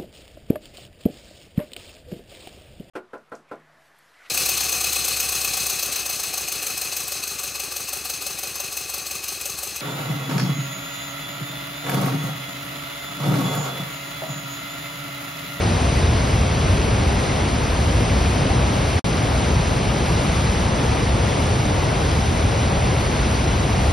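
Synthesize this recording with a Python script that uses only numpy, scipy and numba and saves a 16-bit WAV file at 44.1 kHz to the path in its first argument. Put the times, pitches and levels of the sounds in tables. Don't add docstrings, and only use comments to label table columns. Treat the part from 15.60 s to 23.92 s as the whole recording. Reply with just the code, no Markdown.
import sys
import numpy as np
from scipy import signal
from scipy.fft import rfft, irfft
from scipy.io import wavfile
from scipy.ndimage import uniform_filter1d
from numba import njit

SR = 44100
rng = np.random.default_rng(int(sys.argv[2]) if len(sys.argv) > 2 else 0)


def gain_from_decibels(decibels):
    exponent = np.asarray(decibels, float) / 20
    return 10 ** exponent


def waveform_to_disk(signal):
    frames = np.transpose(np.atleast_2d(signal))
    scaled = np.clip(frames, -1, 1) * 32767
    samples = np.round(scaled).astype(np.int16)
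    wavfile.write(sys.argv[1], SR, samples)


N = 366912
HZ = np.maximum(np.arange(N // 2 + 1) * SR / N, 1)


def across(table, column):
    rows = np.array(table)
    return np.interp(np.log(HZ), np.log(rows[:, 0]), rows[:, column])


def unit(x):
    return x / np.sqrt(np.mean(np.abs(x) ** 2))


def flicker(rate_hz):
    hold = int(SR / rate_hz)
    steps = np.repeat(rng.standard_normal(N // 500), hold)[:N]
    smooth = uniform_filter1d(uniform_filter1d(steps, hold), hold)
    return unit(smooth)


def distant_wash():
    return unit(rfft(rng.standard_normal(N)))


@njit
def ring_bubbles(start, pitch_hz, size, cycles, glide, length):
    out = np.zeros(length)
    for k in range(len(start)):
        decay = cycles * SR / pitch_hz[k]
        step = np.exp(2j * np.pi * pitch_hz[k] / SR - 1 / decay)
        rise = np.exp(2j * np.pi * pitch_hz[k] * glide / SR / decay)
        swing = size[k] + 0j
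        for i in range(start[k], min(start[k] + int(5 * decay), length)):
            swing *= step
            step *= rise
            out[i] += swing.imag
    return out


def near_bubbles(bubbles_per_s=4000, cycles=3.15, glide=0.045, scatter_db=1.0):
    count = int(bubbles_per_s * N / SR)
    start = (rng.random(count) * N).astype(np.int64)
    pitch_hz = 40 + 9500 * rng.random(count) ** 1.5
    size = gain_from_decibels(-scatter_db * np.log(1 - rng.random(count)))
    bubbles = rfft(ring_bubbles(start, pitch_hz, size, cycles, glide, N))
    return bubbles / np.sqrt(uniform_filter1d(np.abs(bubbles) ** 2, size=300))


def froth(bubble_share=0.25):
    share = bubble_share * (HZ < 10000)
    return np.sqrt(share) * near_bubbles() + np.sqrt(1 - share) * distant_wash()


# pitch_hz, level_db (per Hz)
RIVER_COLOUR = [(22, -61), (38, -47.5), (62, -37), (110, -40), (200, -47.5), (320, -52), (700, -54),
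                (1400, -61.5), (1800, -63.5), (2100, -63), (2700, -65), (5800, -71), (9200, -74),
                (11200, -83.5)]
# pitch_hz, side_minus_mid_db,
# in_step_likeness (-1 to 1), quarter_turn_likeness (-1 to 1)
PORT_PAIR = [(60, -26.5, .12, .1), (200, -14.8, .13, .36), (500, -4.9, .35, .5), (1000, -2.1, .38, .39),
             (1850, -2.5, -.2, -.24), (2250, -15.5, .06, .01), (3300, -4, .42, .4), (4900, -12.5, .25, 0),
             (6100, -4, .3, -.14), (6500, 3.6, .32, .07), (7000, 16, 0, 0), (8300, 12, -.03, .05),
             (9300, -.7, .01, .54), (10200, -15, 0, .01)]


def two_ports():
    front, other = froth(), froth()
    likeness = across(PORT_PAIR, 2) + 1j * across(PORT_PAIR, 3)
    unlike = np.sqrt(np.clip(1 - np.abs(likeness) ** 2, 0, 1))
    side_gain = gain_from_decibels(across(PORT_PAIR, 1))
    side = side_gain * (likeness * front + unlike * other)
    colour = gain_from_decibels(across(RIVER_COLOUR, 1)) / np.sqrt(1 + side_gain ** 2)
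    return colour * np.array([front, side])


# time_s, rumble_db (about its mean)
RUMBLE_LEVEL = [(0.0, 0), (0.7, 0), (1.3, 0.5), (1.85, -2.5), (2.4, 1.7), (3.1, -0.9), (3.8, -0.4), (4.6, .3),
                (5.6, -0.5), (6.3, -0.3), (7.3, 0), (8.32, 1)]


def river():
    spectra = two_ports() * np.sqrt(N * SR / 2)
    above_rumble = 1 / (1 + (200 / HZ) ** 4)
    above_roar = 1 / (1 + (1500 / HZ) ** 4)
    rumble = irfft(spectra * (1 - above_rumble), N)
    roar = irfft(spectra * (above_rumble - above_roar), N)
    spray = irfft(spectra * above_roar, N)

    time_s, rumble_db = np.transpose(RUMBLE_LEVEL)
    rumble *= gain_from_decibels(np.interp(np.arange(N) / SR, time_s, rumble_db))

    rate_hz = 5.0
    rumble *= gain_from_decibels(0.3 * flicker(rate_hz))
    roar *= gain_from_decibels(0.4 * flicker(rate_hz))
    spray *= gain_from_decibels(0.3 * flicker(rate_hz))
    return rumble + roar + spray


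def scene():
    mid, side = river()
    return np.array([mid + side, mid - side])


def microphone(dry):
    low_cut = signal.butter(2, 33, "high", fs=SR, output="sos")
    high_cut = signal.butter(10, 12200, fs=SR, output="sos")
    mic = signal.sosfilt(high_cut, signal.sosfilt(low_cut, dry))
    limit = 1.1
    return limit * np.tanh(mic / limit)


# pitch_hz, line_db (relative to the local sound)
MASKING_LINE = [(300, -26), (1500, -14), (2200, -10), (5000, -7), (7000, -6.5), (9000, -5), (10800, -5),
                (11500, 0), (12000, 8)]


def blank_masked(left_right, waver_db=1.04, patchy_db=1.9):
    lead = 253
    spare_s, spare_db = np.array([1.49, 3.455]), -9
    mid_side = np.array([left_right[0] + left_right[1], left_right[0] - left_right[1]]) / 2
    frame = dict(window=np.sqrt(signal.get_window("hann", 2048)), nperseg=2048, noverlap=1024, fs=SR)
    hz, time_s, tiles = signal.stft(np.pad(mid_side, ((0, 0), (lead, 0))), **frame)

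    power = np.abs(tiles) ** 2
    local = uniform_filter1d(power.sum(0), size=60, axis=0)
    local = uniform_filter1d(local, size=5, axis=1)

    waver = unit(uniform_filter1d(rng.standard_normal(len(time_s)), size=7))
    patches = np.repeat(rng.standard_normal((65, len(time_s))), 16, axis=0)[:len(hz)]
    is_spare = np.abs(time_s[:, None] - lead / SR - spare_s).min(1) < 0.013
    line_db = np.interp(hz, *np.transpose(MASKING_LINE))[:, None]
    line_db = line_db + waver_db * waver + patchy_db * patches + spare_db * is_spare

    kept = uniform_filter1d(power, size=5, axis=1) > local * gain_from_decibels(2 * line_db)
    mid, side = signal.istft(tiles * kept, **frame)[1][:, lead:lead + N]
    return np.array([mid + side, mid - side])


# start_s, end_s, leftover_db, leftover_t60_s (time to fade by 60 dB)
LOST_PIECE = (3.394, 3.4437, -14, .03)


def drop_piece(sound):
    start_s, end_s, leftover_db, t60_s = LOST_PIECE
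    t = np.arange(N) / SR
    thin = signal.sosfilt(signal.butter(1, 400, "high", fs=SR, output="sos"), sound)
    fade_db = -60 * (np.maximum(t - start_s, 0) / t60_s) ** 2
    leftover = thin * gain_from_decibels(leftover_db + fade_db)
    return np.where((t > start_s) & (t < end_s), leftover, sound)


def roll_off(x):
    return signal.sosfilt(signal.butter(12, 12170, fs=SR, output="sos"), x)


def record(dry):
    heard = microphone(dry)
    mix = drop_piece(blank_masked(heard))
    return roll_off(mix)


dry = scene()
out = record(dry)
waveform_to_disk(out)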